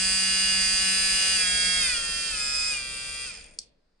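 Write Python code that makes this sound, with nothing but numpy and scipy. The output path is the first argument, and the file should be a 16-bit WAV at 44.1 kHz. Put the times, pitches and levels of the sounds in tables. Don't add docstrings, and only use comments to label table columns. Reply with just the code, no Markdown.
import sys
import numpy as np
from scipy import signal
from scipy.fft import rfft, irfft
from scipy.io import wavfile

SR = 44100
rng = np.random.default_rng(int(sys.argv[2]) if len(sys.argv) > 2 else 0)


def output_pcm(signal):
    pcm = np.clip(np.atleast_2d(signal).T, -1, 1) * 32767
    wavfile.write(sys.argv[1], SR, np.round(pcm).astype(np.int16))


N = 176400
T = np.arange(N) / SR

# time_s, speed_hz
POWERED_SPEED = [(0, 189.3), (0.42, 190.1), (0.75, 189.5), (0.85, 190.5), (1.04, 190.7), (1.35, 190.2),
                 (1.47, 182.1), (1.79, 181.6), (1.82, 178.8), (1.92, 162.9), (1.99, 153.4), (2.13, 151.4),
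                 (2.29, 150.6), (2.36, 141.9), (2.41, 139.6), (2.7, 139.1), (2.81, 131.3), (2.97, 130.1),
                 (3.25, 131.2)]
COASTING_SPEED = [(3.33, 109), (3.449, 51), (3.6, 18)]
def shaft():
    speed_hz = curve(list(POWERED_SPEED) + COASTING_SPEED)
    return speed_hz, np.cumsum(speed_hz) / SR


# time_s, level_db
WHINE_LEVEL = [(0, -46.5), (1.3, -45.5), (1.5, -46.5), (1.8, -46.5), (1.92, -50), (2.03, -54), (2.28, -54),
               (2.42, -54.5), (2.7, -56), (2.82, -59), (3.25, -60), (3.34, -68.5), (3.58, -93),
               (3.62, -120)]
# multiple, gain_db
MULTIPLE_GAINS = [(5, -11), (9, 8), (10, 3.5), (12, 8), (13, -6.5), (14, -3.5), (15, 2), (16, -7), (17, -6),
                  (18, 6.5), (19, -6), (20, -9.5), (21, 8.5), (23, -6.5), (24, -3.5), (25, 4.5), (26, -0.5),
                  (27, 2.5), (28, 3), (31, 3), (34, 1.5), (36, 3.0), (37, -2), (39, 4), (45, 0), (48, -3.0),
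                  (49, 1), (54, 7), (55, -1.5), (59, -3), (61, -2.5), (67, -1)]
SHELL_PITCHES = [550, 1100, 1280, 1325, 1370, 1505, 1595, 1640, 1685, 1730, 1865, 1910, 1955, 2180, 2270,
                 2405, 2450, 2495, 2540, 2585, 2810, 2855, 2900, 2990, 3035, 3080, 3260, 3440, 3620, 3980,
                 4025, 4205, 4340, 4520, 4565, 4655, 4880, 4925, 4970, 5015, 5060, 5150, 5285, 5375, 5420,
                 5465, 5555, 5690, 5960, 6050, 6230, 6320, 6410, 6860, 7130, 7220, 7400, 7490, 7580, 7670,
                 7760, 7850, 7940, 8120, 8300, 8390, 8570, 8660, 8750, 8930, 9110, 9200, 9290, 9470, 9560,
                 9650]
# left_db, right_db
SHELL_GAINS = [(-10.0, -5.5), (-9.5, -9.5), (-0.5, 1), (-12, 0.5), (7, -2.5), (2.0, 4.5), (1.5, -6),
               (-6.5, 5), (-2.5, 3), (-27.5, 6.5), (-1, 3), (-2, -2), (-9.5, 9.0), (-7.5, 3.5), (-9.5, -9),
               (18.5, 18), (13.5, 13.5), (15.5, 14.5), (-4, -1.5), (12, 11.5), (2.5, 2.5), (11, 10.5),
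               (-20, -15.5), (1.5, 5), (-14.5, -16), (-3.5, 5.5), (3, 13), (-4.5, -8.5), (6.5, 6.5),
               (-17.5, -1), (-2.5, 4.5), (-20.5, 8.5), (4, -0.5), (-1.0, 14), (-0.5, 5.5), (2, 16),
               (5.5, 12.5), (7.5, 9.5), (-5, 11.5), (6.5, 19.5), (1.5, 3), (1.5, 8.5), (3.5, 0), (-7, 2),
               (-3.5, 15), (-7.5, 9), (-13, 5), (-9.5, -8), (-8, -9), (8.5, 7), (-8.5, -10), (4.5, -1.5),
               (-5.5, -3), (3.5, -14.5), (0.5, -1), (-3.5, -10), (6, -4), (8.5, -18), (7, -4), (-8.5, -14),
               (0.5, -18.5), (-14.5, -10.5), (14, -11), (0.5, -18.5), (6.5, -7.5), (0, -8), (10, 5.5),
               (4, -6), (4.5, 0.5), (0.5, -9.5), (6, 1), (7.5, -7.5), (15.5, 3.0), (6.5, -12.5), (16, -2),
               (-18.5, -17)]
# pitch_hz, left_lead_rad
LEFT_LEAD = [(0, -1.5), (1380, 1.39), (1720, 0.95), (2070, 0.6), (2930, -0.3), (4050, 2.5), (4740, 1.5),
             (5860, 13), (6120, 13), (7410, 6.5), (8610, 11), (10500, 16)]
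def whine(speed_hz, turns):
    jitter_turns, flutter_db = 0.0014, 1.1
    critical_hz, width_hz, boost_db, singing_multiples = 139.4, 4, 5, (18, 36, 39, 54)
    angle = 2 * np.pi * (turns + jitter_turns * drift(hz=50))
    base_db, gains_db = curve(WHINE_LEVEL), dict(MULTIPLE_GAINS)
    shell = np.column_stack([SHELL_PITCHES, SHELL_GAINS])
    singing_db = boost_db * np.exp(-((speed_hz - critical_hz) / width_hz) ** 2)
    tones = np.zeros((2, N))
    for multiple in range(4, 76):
        hz = multiple * speed_hz
        db = base_db + gains_db.get(multiple, 0) + singing_db * (multiple in singing_multiples)
        db += flutter_db * drift(hz=18)
        sides = amp([db + at_pitch(shell, hz, column=1), db + at_pitch(shell, hz, column=2)])
        phase = multiple * angle + 2 * np.pi * rng.random()
        lead = at_pitch(LEFT_LEAD, hz) / 2
        tones += sides * np.cos([phase + lead, phase - lead])
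    return np.sqrt(2) * tones


# time_s, level_db
RATTLE_LEVEL = [(0, -32), (1.2, -31.5), (1.42, -31), (1.6, -32.5), (1.88, -32), (2.1, -37.5), (2.32, -36.5),
                (2.55, -36.5), (2.72, -34), (2.85, -44.5), (3.24, -41.5), (3.28, -41.5), (3.33, -48),
                (3.45, -53), (3.58, -68), (3.62, -100)]
# pitch_hz, left_db, right_db
RATTLE_COLOUR = [(300, -6, -2), (1000, -10.5, -4.5), (1420, -10.5, -4), (2000, 5.5, -0.5), (2600, 6.5, 3.5),
                 (3020, -2.5, -7), (3300, 3, 9), (3990, 2.5, -5), (4775, 5, 19), (5800, -2, 6.5),
                 (6500, 2, 10.5), (7350, 14, -4), (8150, -10, -4.5), (8700, 23.5, -5),
                 (11000, -42.5, -43.5)]
def rattle(turns):
    rub, knock_decay_turns, knock_spread_db = 0.54, 0.18, 3
    strength = amp(knock_spread_db * rng.standard_normal(1000))[turns.astype(int)]
    knocks = strength * np.exp(-(turns % 1) / knock_decay_turns)
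    shared, left, right = (rub + knocks) * rng.standard_normal((3, N))
    left = colour(left + 1.4 * shared, RATTLE_COLOUR, column=1)
    right = colour(right + 1.1 * shared, RATTLE_COLOUR, column=2)
    return amp(curve(RATTLE_LEVEL)) * unit_rms(np.array([left, right]))


# time_s, level_db
HUM_LEVEL = [(0, -45.5), (.9, -47), (1.3, -53.5), (1.7, -47.5), (2.1, -67), (2.7, -60.5), (3.1, -63.5),
             (3.3, -62), (3.55, -71.5)]
def hum(turns):
    level_db = curve(HUM_LEVEL) + 1.6 * drift(hz=17)
    return np.sqrt(2) * amp(level_db) * np.sin(2 * np.pi * turns)


# start_s, gain_db
SWITCH_SNAPS = [(3.5879, 0), (3.5891, -2.5), (3.5904, -7), (3.5929, -13), (3.5975, -15)]
# pitch_hz, gain_db
SWITCH_COLOUR = [(590, -63.5), (1200, -45), (2000, -24), (3000, -23), (4000, -11), (4900, 1.5), (6500, -8),
                 (7500, -9.5), (9260, -12), (10000, -16.5), (13000, -50)]
# pitch_hz, level_db, t60_s
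SWITCH_RING = [(4700, -50, 0.022), (5740, -39, 0.058), (6900, -42, 0.049)]
def switch():
    crack_db, decay_s, pan_db = -11.5, 0.00056, [[-1], [1]]
    bursts = sum(amp(crack_db + db) * (T >= start_s) * np.exp(-abs(T - start_s) / decay_s)
                 for start_s, db in SWITCH_SNAPS)
    shared, left, right = bursts * rng.standard_normal((3, N))
    cracks = np.array([colour(side + 1.3 * shared, SWITCH_COLOUR) for side in (left, right)])
    age = np.maximum(T - SWITCH_SNAPS[0][0], 0)
    ring = sum(amp(db - 60 * age / t60) * np.sin(2 * np.pi * hz * age) for hz, db, t60 in SWITCH_RING)
    return (cracks + ring) * amp(pan_db)


# time_s, level_db
RUSH_LEVEL = [(0, -48), (1.5, -45), (2.1, -47), (3.3, -51.5), (3.5, -57.5), (3.65, -62.5), (3.8, -72),
              (4, -78)]
# pitch_hz, gain_db
RUSH_COLOUR = [(12, -30.5), (20, 5), (35, -4.5), (48, 3.5), (60, -1.5), (97, -21.5), (183, -9.5),
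               (256, -15), (334, -15), (370, -20.5), (460, -10), (509, -14), (572, -11.5), (787, -22.5),
               (1100, -30), (1430, -49), (2420, -120)]
ROOM_TONE_COLOUR = [(120, -33), (200, -6.5), (550, -9.5), (800, -14.5), (1630, -13), (3160, -22),
                    (4670, -12.5), (6260, -27), (9700, -30.5), (13000, -66)]
# pitch_hz, correlation
AIR_LIKENESS = [(30, 0.94), (150, 1), (350, 0.24), (1000, 0.25)]
def air(spectrum, level_db):
    hz = np.fft.rfftfreq(N, 1 / SR)
    left, independent = rfft(rng.standard_normal((2, N)))
    likeness = at_pitch(AIR_LIKENESS, hz)
    right = likeness * left + np.sqrt(1 - likeness ** 2) * independent
    noise = irfft(np.array([left, right]) * amp(at_pitch(spectrum, hz)), N)
    return amp(level_db) * unit_rms(noise)


# pitch_hz, t60_s
ROOM_DECAY = [(300, 0.16), (2500, 0.53), (5000, 0.17), (9000, 0.17)]
def room(sound):
    shape, density, delay_samples = (2, SR // 2), 0.1, 130
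    reflections = rng.standard_normal(shape) * (rng.random(shape) < density)
    hz, age, bands = signal.stft(reflections, SR, nperseg=256)
    decay = amp(-60 * age / at_pitch(ROOM_DECAY, hz)[:, None])
    tail = signal.istft(bands * decay, SR, nperseg=256)[1]
    tail = np.pad(tail / np.linalg.norm(tail[0]), ((0, 0), (delay_samples, 0)))
    return signal.fftconvolve(sound, tail, axes=1)[:, :N]


def amp(db):
    return 10 ** (np.asarray(db) / 20)


def unit_rms(sound):
    return sound / np.sqrt(np.mean(sound ** 2) + 1e-20)


def curve(rows):
    return np.interp(T, *np.transpose(rows))


def at_pitch(rows, hz, column=1):
    rows = np.array(rows)
    return np.interp(np.log(hz + 1), np.log(rows[:, 0] + 1), rows[:, column])


def drift(hz):
    return np.interp(T * hz, np.arange(2000), rng.standard_normal(2000))


def colour(sound, rows, column=1):
    gain = amp(at_pitch(rows, np.fft.rfftfreq(N, 1 / SR), column))
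    return irfft(rfft(sound) * gain, N)


def scene():
    speed_hz, turns = shaft()
    tones, rattling, click = whine(speed_hz, turns), rattle(turns), switch()
    echo = room(amp(-13) * tones + amp(-2.5) * rattling + amp(-7.5) * click)
    drill = tones + rattling + hum(turns) + click
    rush = air(RUSH_COLOUR, level_db=curve(RUSH_LEVEL))
    room_tone = air(ROOM_TONE_COLOUR, level_db=-77.5)
    return drill + echo + rush + room_tone


def record(dry):
    cutoff_hz = 9760
    lowpass = signal.firwin(601, cutoff_hz, window=("kaiser", 9), fs=SR)
    return signal.oaconvolve(dry, lowpass[None], "same")


dry = scene()
out = record(dry)
output_pcm(out)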